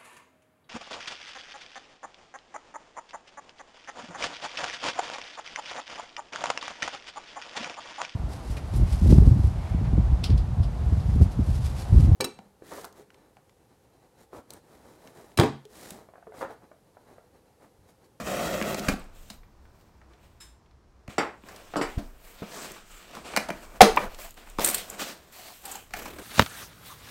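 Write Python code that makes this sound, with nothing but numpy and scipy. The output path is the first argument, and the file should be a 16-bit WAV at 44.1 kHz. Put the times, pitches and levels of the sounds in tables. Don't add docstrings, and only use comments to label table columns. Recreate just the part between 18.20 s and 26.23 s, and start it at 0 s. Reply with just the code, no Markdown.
import sys
import numpy as np
from scipy import signal
from scipy.fft import rfft, irfft
from scipy.io import wavfile
from scipy.ndimage import uniform_filter1d, map_coordinates

SR = 44100
rng = np.random.default_rng(int(sys.argv[2]) if len(sys.argv) > 2 else 0)


def dump(signal):
    limited = np.clip(np.atleast_2d(signal).T, -1, 1)
    pcm = np.round(limited * 32767).astype(np.int16)
    wavfile.write(sys.argv[1], SR, pcm)


N = 353946
LID_OPEN_S = 0.7
ENVELOPE_STEP = 32

# pitch in Hz, width in Hz, gain in dB.
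BOX_MODES = [(210, 62, 12.5), (445, 54, -12), (738, 46, 9), (860, 28, -9), (1290, 30, -22.5),
             (1530, 1600, -14.5), (2240, 160, -1), (2230, 128, 1), (3080, 27, -23)]
# centre in Hz, width in Hz, gain in dB.
SCRAPE_MODES = [(2400, 8000, 36.5), (3600, 2900, 32), (5700, 7200, -3.5), (8070, 2150, 5.5),
                (10310, 1400, 5.5), (13800, 10000, 6)]


def undb(db):
    return 10 ** (np.asarray(db) / 20)


def rms(x, db):
    return x * undb(db) / np.sqrt(np.mean(x ** 2))


def peak(x, db):
    return x * undb(db) / np.abs(x).max()


def band(x, lo_hz, hi_hz):
    return signal.sosfilt(signal.butter(2, [lo_hz, hi_hz], "band", fs=SR, output="sos"), x)


def ring(x, modes):
    out = 0
    for k, (hz, width, db) in enumerate(modes):
        r = np.exp(-np.pi * width / SR)
        feedback = [1, -2 * r * np.cos(2 * np.pi * hz / SR), r * r]
        out = out + (-1) ** k * undb(db) * (1 - r) * signal.lfilter([1, 0, -1], feedback, x)
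    return out


def walk(rate):
    k = int(SR / rate)
    steps = np.repeat(rng.standard_normal(N // k + 1), k)
    return uniform_filter1d(uniform_filter1d(steps, k), k)[:N]


def curve(points):
    return np.interp(np.arange(N) / SR, *np.transpose(points))


def add(out, s, x):
    i = int(s * SR)
    out[i:i + len(x)] += x[:N - i]


def contact(ms, rise_ms, blunt=1):
    t_ms = 1000 * np.arange(8192) / SR
    attack = (1 - np.exp(-t_ms / max(rise_ms, .05))) ** 2
    return attack * np.exp(-(t_ms / np.clip(ms, .3, 60)) ** blunt)


def burst(ms, rise_ms, blunt=1):
    envelope = contact(ms, rise_ms, blunt)
    return envelope * rng.standard_normal(len(envelope))


def swell(s, swell_ms, hold_ms, fade_ms):
    ms = 1000 * (np.arange(0, N + ENVELOPE_STEP, ENVELOPE_STEP) / SR - s)
    return 100 ** (np.minimum(ms / swell_ms, 0) - np.maximum(ms - hold_ms, 0) / fade_ms)


def gain(power):
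    return np.interp(np.arange(N), ENVELOPE_STEP * np.arange(len(power)), np.sqrt(power))


def grit(per_s, spread_db):
    when, polarity, strength = rng.random((3, N))
    size = np.minimum(-np.log(1 - strength), 4)
    return (when < per_s / SR) * np.sign(polarity - .5) * undb(spread_db * size)


def stroke_gains():
    # arrival at full strength in seconds, swell, hold and fade in ms, body level in dB,
    # scratch over body in dB, fineness (a treble lift) in dB.
    strokes = [(0.0, 10, 7.9, 56, -33, -11, -4), (0.073, 66, 290, 330, -36, -4, 0.5),
               (0.465, 54, 69, 25, -36, -7, 4.5), (0.583, 29, 9.3, 15, -37.5, -1, 3),
               (0.674, 140, 52, 30, -34, -8.5, 1.5), (0.76, 9, 5, 250, -45, -10, -25),
               (0.952, 32, 190, 67, -60, 0.5, 2.5), (1.14, 9.2, 4.3, 280, -65.5, -4, 8),
               (1.612, 410, 6.4, 310, -64, -5.5, 3), (1.912, 68, 5, 280, -56.5, -16, -4),
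               (2.032, 74, 22, 340, -65, -2, 1), (2.898, 16, 5, 130, -45, -3.5, -9),
               (3.28, 59, 72, 410, -46, -5.5, -3.5), (3.72, 550, 7.5, 140, -55, 6, -5),
               (3.78, 18, 5, 480, -50.5, -9.5, 3), (4.094, 160, 4.4, 190, -52.5, -2.5, 8.5),
               (4.37, 300, 85, 200, -40, 0, -5), (4.57, 60, 9, 40, -49.5, -18, 0),
               (4.71, 89, 100, 190, -55.5, 4.5, -1.5), (4.958, 150, 4.4, 200, -41.5, -5, -8),
               (5.052, 14, 180, 140, -40, -5, -13), (5.329, 29, 123, 110, -46.5, -5.5, -1.5),
               (5.556, 150, 10, 60, -44, -8.5, -0.5), (5.8, 150, 51, 52, -30.5, -30, 13),
               (5.9, 69, 27, 250, -46.5, -6.5, 1), (6.0, 31, 50, 94, -49.5, 5, 5.5),
               (6.171, 14, 5.5, 770, -51.5, -1, -2), (6.42, 28, 79, 138, -30.5, -1.5, 6),
               (6.52, 80, 75, 170, -45, 4, -13), (6.708, 98, 6.6, 390, -40, -4.5, -2.5),
               (6.798, 23, 18, 140, -35.5, 2, -2.5), (6.889, 63, 16.4, 75, -42.5, 3, -4),
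               (7.126, 16, 160, 400, -59.5, 9, 5), (7.289, 330, 55, 250, -58.5, 4, 6),
               (7.463, 63, 100, 132, -46, 1, 3.5), (7.771, 57, 5, 410, -39.5, -4, 4),
               (7.987, 15, 21, 75, -44, -8, 0)]
    power = 0
    for s, swell_ms, hold_ms, fade_ms, db, scratch_db, fine_db in strokes:
        over_db = np.array([0, scratch_db, scratch_db - 7.5 + .36 * fine_db, scratch_db - 9.5 + fine_db])
        power = power + undb(2 * (db + over_db))[:, None] * swell(s, swell_ms, hold_ms, fade_ms)
    return [gain(p) for p in power]


def rubbed_body(drag, t):
    # start and end in seconds, pitch in Hz, relative level in dB.
    flap_tones = [(0.059, 0.591, 530, -4), (0.066, 0.65, 378, -1), (5.79, 5.843, 750, -16),
                  (6.047, 6.092, 690, 2.5), (5.04, 5.1, 2400, -10.5), (4.56, 4.86, 1240, -7),
                  (7.146, 7.33, 700, 4), (7.14, 7.34, 4200, 0), (7.436, 7.6, 770, 0),
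                  (7.861, 8.03, 332, -5.5)]
    grip = 2.5
    cavity = ring(drag, BOX_MODES[:1]) * np.where(t < LID_OPEN_S, 1, undb(-12.5))
    walls = ring(drag, [(hz, grip * width, db) for hz, width, db in BOX_MODES[1:]])
    body = rms(cavity + walls + undb(3) * band(drag, 200, 1513), -3.5)
    for start, end, hz, db in flap_tones:
        flap = ring(drag * (t > start) * (t < end), [(hz, .18 * hz, 0)])
        duration_db = 10 * np.log10((end - start) * SR / N)
        body += rms(flap, db + duration_db)
    return body


def wander(x):
    centres_hz = 900 * 2 ** (np.arange(12) / 3)
    return x + sum((undb(3 * walk(14)) - 1) * ring(x, [(hz, .2 * hz, 0)]) for hz in centres_hz)


def rubbing():
    # centre in Hz, width in Hz, gain in dB.
    rasp_modes = [(5620, 310, 0), (7150, 920, -2), (8100, 140, -1)]
    throb_s, throb_hz, throb_db = 7.762, 35.5, 3
    t = np.arange(N) / SR
    throb = undb(throb_db * np.sin(2 * np.pi * throb_hz * (t - throb_s)) * (t > throb_s))
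    grip_db = 1.4 * walk(70)
    snaps = grit(98, 2.6)
    body = rubbed_body(grit(5000, 2.5), t)
    fine = grit(13000, 2.8) + snaps
    coarse = grit(9000, 3.2) + snaps
    scratch = rms(wander(ring(band(coarse, 1000, 3700), SCRAPE_MODES[:2])), -4)
    hiss = rms(wander(ring(band(fine, 4300, 12000), SCRAPE_MODES[2:4])), -.6)
    top = rms(ring(band(grit(9000, 3.6) + snaps, 8000, 21000), SCRAPE_MODES[4:]), .6)
    rasp = rms(wander(ring(fine, rasp_modes)), -6) * (t < LID_OPEN_S)
    body_gain, scratch_gain, hiss_gain, top_gain = stroke_gains()
    treble = scratch_gain * scratch + hiss_gain * (hiss + rasp) + top_gain * top
    return throb * (undb(.5 * grip_db) * body_gain * body + undb(grip_db) * treble)


def lid_reflection(x):
    # time in seconds, lag in ms.
    lags = [(0, 1.6), (0.3, 1.47), (0.7, 1.48)]
    i = np.arange(N)
    bounce = map_coordinates(band(x, 186, 4840), [i - curve(lags) * SR / 1000], order=1)
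    return x + undb(-7) * bounce * (i < LID_OPEN_S * SR)


def workshop():
    # frequency in Hz, relative level in dB.
    air_spectrum = [(53, -40), (90, -5), (222, -9.5), (276, -13.5), (335, -10), (538, -16), (983, -15.5),
                    (3010, -33.5), (5510, -31.5), (15500, -52)]
    # time in seconds, level in dB.
    hum_levels = [(0, -50), (.8, -53.5), (1.9, -61.5), (2.2, -57), (3.2, -61), (4.7, -68), (5.3, -57),
                  (6.1, -68), (6.5, -62), (7.2, -69), (8.03, -51.5)]
    air_hz, air_db = np.transpose(air_spectrum)
    hz = np.maximum(np.fft.rfftfreq(N, 1 / SR), 1)
    colour = undb(np.interp(np.log(hz), np.log(air_hz), air_db))
    air = rms(irfft(rfft(rng.standard_normal(N)) * colour, N), -63.5) * undb(2 * walk(4))
    hum = rms(ring(rng.standard_normal(N), [(61, 13, 0)]), .38)
    return air + hum * undb(curve(hum_levels))


def board_cracks():
    # start in seconds, body peak in dB, pitch in Hz, then bass, scratch and treble
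    # in dB over the body, rattle length in ms.
    cracks = [(0.073, -37, 597, -12, -3, -14, 4), (0.189, -37, 650, -3, 10.5, -15, 7),
              (0.414, -28.5, 1330, 3.5, 12, 3, 1.9), (0.424, -33.5, 1208, -18, 11.5, 10, 3.3),
              (0.544, -22, 377, -10, -3, 1, 4.7), (0.594, -37, 620, 7.5, 5, 11, 5.1),
              (0.684, -17, 380, 1.5, 3.5, 0.5, 6.7), (0.692, -17, 360, -2, -31, -12, 7.1),
              (0.736, -32.5, 730, 6, -21, -3, 4.4), (1.1, -44, 740, 2, 0, 14.5, 7),
              (2.878, -33, 447, -3.5, -4, -6.5, 4.1), (3.236, -44.5, 890, 2.5, 2, -18, 2.4),
              (3.284, -47, 700, -11, 10, 6, 14), (3.779, -34, 640, 5, -38, -5.5, 22),
              (4.222, -28.5, 340, -4.5, -25, -26, 13), (4.508, -37, 332, -3, -15, -20, 4.6),
              (4.951, -33, 1220, -21, -16, 1.5, 3.1), (4.967, -33.5, 965, -3.5, -21, -11, 9.1),
              (5.135, -28.5, 447, -11.5, -4, -13, 6.9), (5.1635, -13, 890, -36, 4.5, 4, 2.1),
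              (5.171, -14.5, 663, -6.5, 5, 1.5, 5.4), (5.286, -21.5, 670, -9, -19, -9, 7.3),
              (5.302, -19.5, 590, -4.5, -2.5, -8.5, 5.5), (5.606, -2.5, 666, -23, 4, -3, 8.8),
              (5.614, -7.5, 880, -21, -7, 10, 6.3), (5.626, -13.5, 327, -15.5, 0, -6.5, 21),
              (5.771, -10.5, 950, -16, -3, -22, 6.2), (5.985, -38.5, 534, -21, -3, 2, 10.7),
              (6.173, -44.5, 700, -6, 5, -6, 8.9), (6.271, -43, 817, -12, 3, -9, 5),
              (6.385, -15, 880, -5.5, -6.5, -13, 3.5), (6.393, -18.5, 630, -14, -31, -3, 4.9),
              (6.405, -26, 544, -7, -22, 2, 4.3), (6.414, -22, 580, -33, -23, -3, 3),
              (6.794, -45, 1237, -28, 17.5, -4, 4.7), (6.815, -30.5, 820, -3, -7, 2.5, 8.8),
              (7.552, -35.5, 800, -14, -12, -15, 3.9), (7.707, -46.5, 670, -11, 5, 3, 4.7),
              (7.736, -27.5, 772, -16, 6, 1.5, 5.9), (7.855, -33, 850, -9, -0.5, 0, 11),
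              (7.985, -34.5, 549, -21, 1, -0.5, 4.1)]
    damping, db_per_octave = 1.6, 53
    out = np.zeros(N)
    for s, db, hz, bass_db, scratch_db, treble_db, ms in cracks:
        rise_ms = .13 * ms
        force = burst(ms, rise_ms, blunt=1.4)
        snap = burst(.5 * ms, rise_ms, blunt=.82)
        near = [(f, damping * width, mode_db - db_per_octave * abs(np.log2(f / hz)))
                for f, width, mode_db in BOX_MODES[1:]]
        body = peak(ring(band(force, 250, 1700), near + [(hz, .5 * hz, -3)]), db)
        bass = peak(ring(band(force, 190, 490), BOX_MODES[:1]), db + bass_db)
        scratch = peak(band(band(snap, 910, 3500), 910, 3500), db + scratch_db)
        treble = peak(ring(snap, SCRAPE_MODES[1:]), db + treble_db)
        add(out, s, body + bass + scratch + treble)
    return out


def room_echo(x):
    low_t60_s, high_t60_s = .32, .27
    t = np.arange(int(.8 * SR)) / SR
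    low = band(rng.standard_normal(len(t)), 80, 2500) * undb(-60 * t / low_t60_s)
    high = band(rng.standard_normal(len(t)), 2100, 15000) * undb(-1.5 - 60 * t / high_t60_s)
    onset = np.clip((t - .003) / .00062, 0, 1)
    level = undb(-6) / np.sqrt(np.sum(low ** 2) * SR / 5000)
    return signal.fftconvolve(x, (low + high) * onset * level)[:N]


def flap_rumble():
    # crest in seconds, level in dB, time to fade by 20 dB in ms.
    swings = [(.76, -44.5, 700), (3.8, -39.5, 354.5), (4.74, -54, 400), (5.74, -35.5, 295.5),
              (5.9, -43, 393.5), (6.4, -44.5, 402), (7.8, -56.5, 900)]
    floor_db, swell_ms = -70, 350
    stirred = sum(undb(2 * db) * swell(s, swell_ms, 0, fade_ms) for s, db, fade_ms in swings)
    return rms(band(rng.standard_normal(N), 15, 31), .94) * gain(undb(2 * floor_db) + stirred)


def flap_puffs():
    # moment of the flip in seconds, peak in dB, width in ms.
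    puffs = [(0.686, -21, 1.7), (0.724, -26, 2.5), (2.887, -30.5, 1.05), (3.778, -18, 1.7),
             (4.222, -25.5, 0.56), (5.623, -22, 2.1), (5.876, -34, 4.7), (6.391, -32, 2.1),
             (7.746, -45, 4.1)]
    lead = 2048
    out, t_ms = np.zeros(N), 1000 * np.arange(-lead, 2 * lead) / SR
    for s, db, ms in puffs:
        pressure = t_ms * np.exp(-np.abs(t_ms) / ms) * np.where(t_ms < 0, .6, 1)
        add(out, s - lead / SR, peak(pressure, db))
    return out


def film_crinkles():
    # start in seconds, film peak in dB, pitch in Hz, lower crackle over it in dB, length in ms.
    crinkles = [(0.7931, -45, 8100, -12, 4.4), (0.84, -51.5, 8010, -32.5, 3.3), (3.36, -55, 8100, 18, 5.1),
                (3.725, -58, 7540, -2, 2), (4.5173, -34, 7400, -28, 2.9), (4.911, -52, 7500, 11, 1.7),
                (5.568, -54, 7500, -5, 1.8), (5.618, -14.5, 13000, -10, 2.5), (5.7616, -31, 12900, 6, 2.6),
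                (5.945, -51, 7740, 15, 3), (6.092, -47, 7540, -14, 1.4), (6.107, -36, 7300, -9.5, 1.7),
                (6.142, -44, 7500, -3, 1.2), (6.299, -36.5, 7530, -25, 1.5), (6.4441, -9, 8270, -5.5, 5.2),
                (6.459, -12, 8450, -15, 3.5), (6.4726, -16, 8500, -7, 4), (6.486, -12.5, 8540, -7, 3.4),
                (6.4976, -17, 8450, -17, 4.4), (6.51, -23, 9000, -6, 4.7), (6.543, -13.5, 8000, -2.5, 6.5),
                (6.5779, -28, 8300, 2.5, 5.8), (6.698, -24.5, 7400, -29, 4.3),
                (7.452, -26.5, 8150, -6, 7.1), (7.511, -28, 7800, -15, 10), (7.553, -31, 7000, -4, 4.7)]
    out = np.zeros(N)
    for s, db, hz, lower_db, ms in crinkles:
        force = burst(ms, .35 * ms, blunt=1.5)
        mode = [(hz, 2200, 0)]
        film = peak(ring(ring(force, mode), mode), 0) + peak(band(force, 10900, 14300), -3.3)
        crackle = band(force, 1000, 9100) + ring(force, [(4350, 1000, 3.5)])
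        add(out, s, peak(film, db) + peak(crackle, db + lower_db))
    return out


def knife_ticks():
    # start in seconds, peak in dB, pitch in Hz.
    ticks = [(1.232, -49, 2470), (1.453, -52, 2200), (1.61, -55.5, 6000), (1.814, -48.5, 1490),
             (1.934, -52, 3500), (2.46, -58, 3600), (2.51, -56, 4000)]
    out = np.zeros(N)
    for s, db, hz in ticks:
        add(out, s, peak(band(burst(ms=3.8, rise_ms=.5), .39 * hz, 1.06 * hz), db))
    return out


def blade_clink():
    # start in seconds, level in dB, rise in ms, clatter length in ms.
    clinks = [(2.202, -37, 2.3, 48)]
    # pitch in Hz, gain in dB, time to fade by 60 dB in seconds.
    steel_modes = [(953, -5, 0.2), (3488, -15, 0.42), (3677, -6, 0.24), (3881, -3, 0.17), (5190, 2, 0.26),
                   (7036, -10, 0.25), (7386, -3, 0.34), (7903, -10, 0.25), (9329, -16, 0.28),
                   (13500, -13, 0.22)]
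    flicker_db = 2
    out, t = np.zeros(N), np.arange(16384) / SR
    for s, db, rise_ms, ms in clinks:
        steel = 0
        for hz, mode_db, t60 in steel_modes:
            level_db = mode_db - 60 * t / t60 + flicker_db * walk(90)[:len(t)]
            steel = steel + undb(level_db) * np.sin(2 * np.pi * hz * t)
        attack = 1 - np.exp(-1000 * t / rise_ms)
        add(out, s, peak(steel * attack, db - 5.5))
        clatter = ring(burst(ms, rise_ms), [(1440, 1000, -6), (3730, 700, -6.5), (7900, 2700, -9)])
        add(out, s, peak(clatter, db - 4))
    return out


def knife_on_bench():
    # start in seconds, wood peak in dB, then bass, scratch and handle in dB over the wood,
    # rattle length in ms.
    landings = [(2.9817, -16.5, 0, 0, -4.5, 15.2), (2.9968, -21, -11, -0.5, -37, 41),
                (3.538, -30, -4.5, -3, -27.5, 8.4), (3.5587, -20.5, 0, -11.5, -22, 39),
                (3.613, -23.5, 0, 2.5, -6, 7.9), (3.625, -26, -5.5, -1.5, -17, 38)]
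    # start in seconds, peak in dB, rise in ms, length in ms.
    chatters = [(3.562, -25, 4.3, 10), (3.616, -24.5, 4.4, 13)]
    # pitch in Hz, width in Hz, gain in dB.
    bench_modes = [(410, 160, 5), (804, 135, 9.5), (1036, 88, 13), (1335, 230, 8), (2600, 17, 2)]
    handle_modes = [(2940, 120, 9.5), (3580, 77, 3), (4690, 260, 11.5), (5600, 170, 9), (7460, 540, 7)]
    chatter_hz = 370
    out = np.zeros(N)
    for s, db, bass_db, scratch_db, handle_db, ms in landings:
        force = burst(ms, rise_ms=.083)
        first_touch = peak(band(signal.unit_impulse(len(force)), 280, 1300), db + 4)
        thud = peak(ring(force, bench_modes), db) + peak(band(force, 197, 480), db + bass_db)
        scratch = peak(band(force, 1260, 2390), db + scratch_db)
        rattle = peak(ring(force, handle_modes), -.75) + peak(band(force, 3100, 14000), -33.5)
        add(out, s, first_touch + thud + scratch + rattle * undb(db + handle_db))
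    for s, db, rise_ms, ms in chatters:
        envelope = contact(ms, rise_ms)
        tap_count = np.floor(np.arange(len(envelope)) / SR * chatter_hz)
        taps = envelope * np.diff(tap_count, prepend=0)
        buzz = peak(ring(taps, handle_modes), 0) + peak(band(taps, 1800, 9200), 3.5)
        add(out, s, peak(buzz, db))
    return out


def lid_panels():
    # start in seconds, peak in dB, first and last pitch in Hz, rise and length in ms,
    # octave over the fundamental in dB.
    panels = [(5.606, 7, 699.3, 701, 1.8, 14, -16), (5.613, 0, 489, 470, 3, 8, -17.5),
              (5.619, -11, 225, 196, 6.2, 32, -10.5), (5.646, -16.5, 445, 446.4, 8, 45, -12.5),
              (5.7684, -8.5, 715, 1257, 5.6, 9, -28), (5.771, -16, 2760, 2270, 3.8, 6.5, -24)]
    pitch_wobble, level_flutter = .045, .45
    out = np.zeros(N)
    for s, db, start_hz, end_hz, rise_ms, ms, octave_db in panels:
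        envelope = contact(ms, rise_ms, blunt=1.7)
        n = len(envelope)
        hz = np.interp(1000 * np.arange(n) / SR, [0, 1.5 * ms], [start_hz, end_hz])
        hz *= 1 + pitch_wobble * walk(start_hz / 2)[:n]
        phase = 2 * np.pi * np.cumsum(hz) / SR
        tone = np.sin(phase) + undb(octave_db) * np.sin(2 * phase)
        flutter = 1 + level_flutter * walk(start_hz / 2)[:n]
        add(out, s, peak(envelope * flutter * tone, db))
    return out


def scene():
    hits = board_cracks() + blade_clink() + knife_on_bench() + film_crinkles() + knife_ticks()
    tones = lid_panels()
    echo = room_echo(hits + undb(-9) * tones)
    friction = lid_reflection(rubbing())
    air = flap_puffs() + workshop() + flap_rumble()
    return (hits + tones + echo + friction + air)[None]


def record(dry):
    top_hz = 15700
    low_pass = signal.ellip(8, .2, 70, top_hz, fs=SR, output="sos")
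    return np.clip(signal.sosfilt(low_pass, np.clip(dry, -1, 1)), -1, 1)


dry = scene()
out = record(dry)
dump(out)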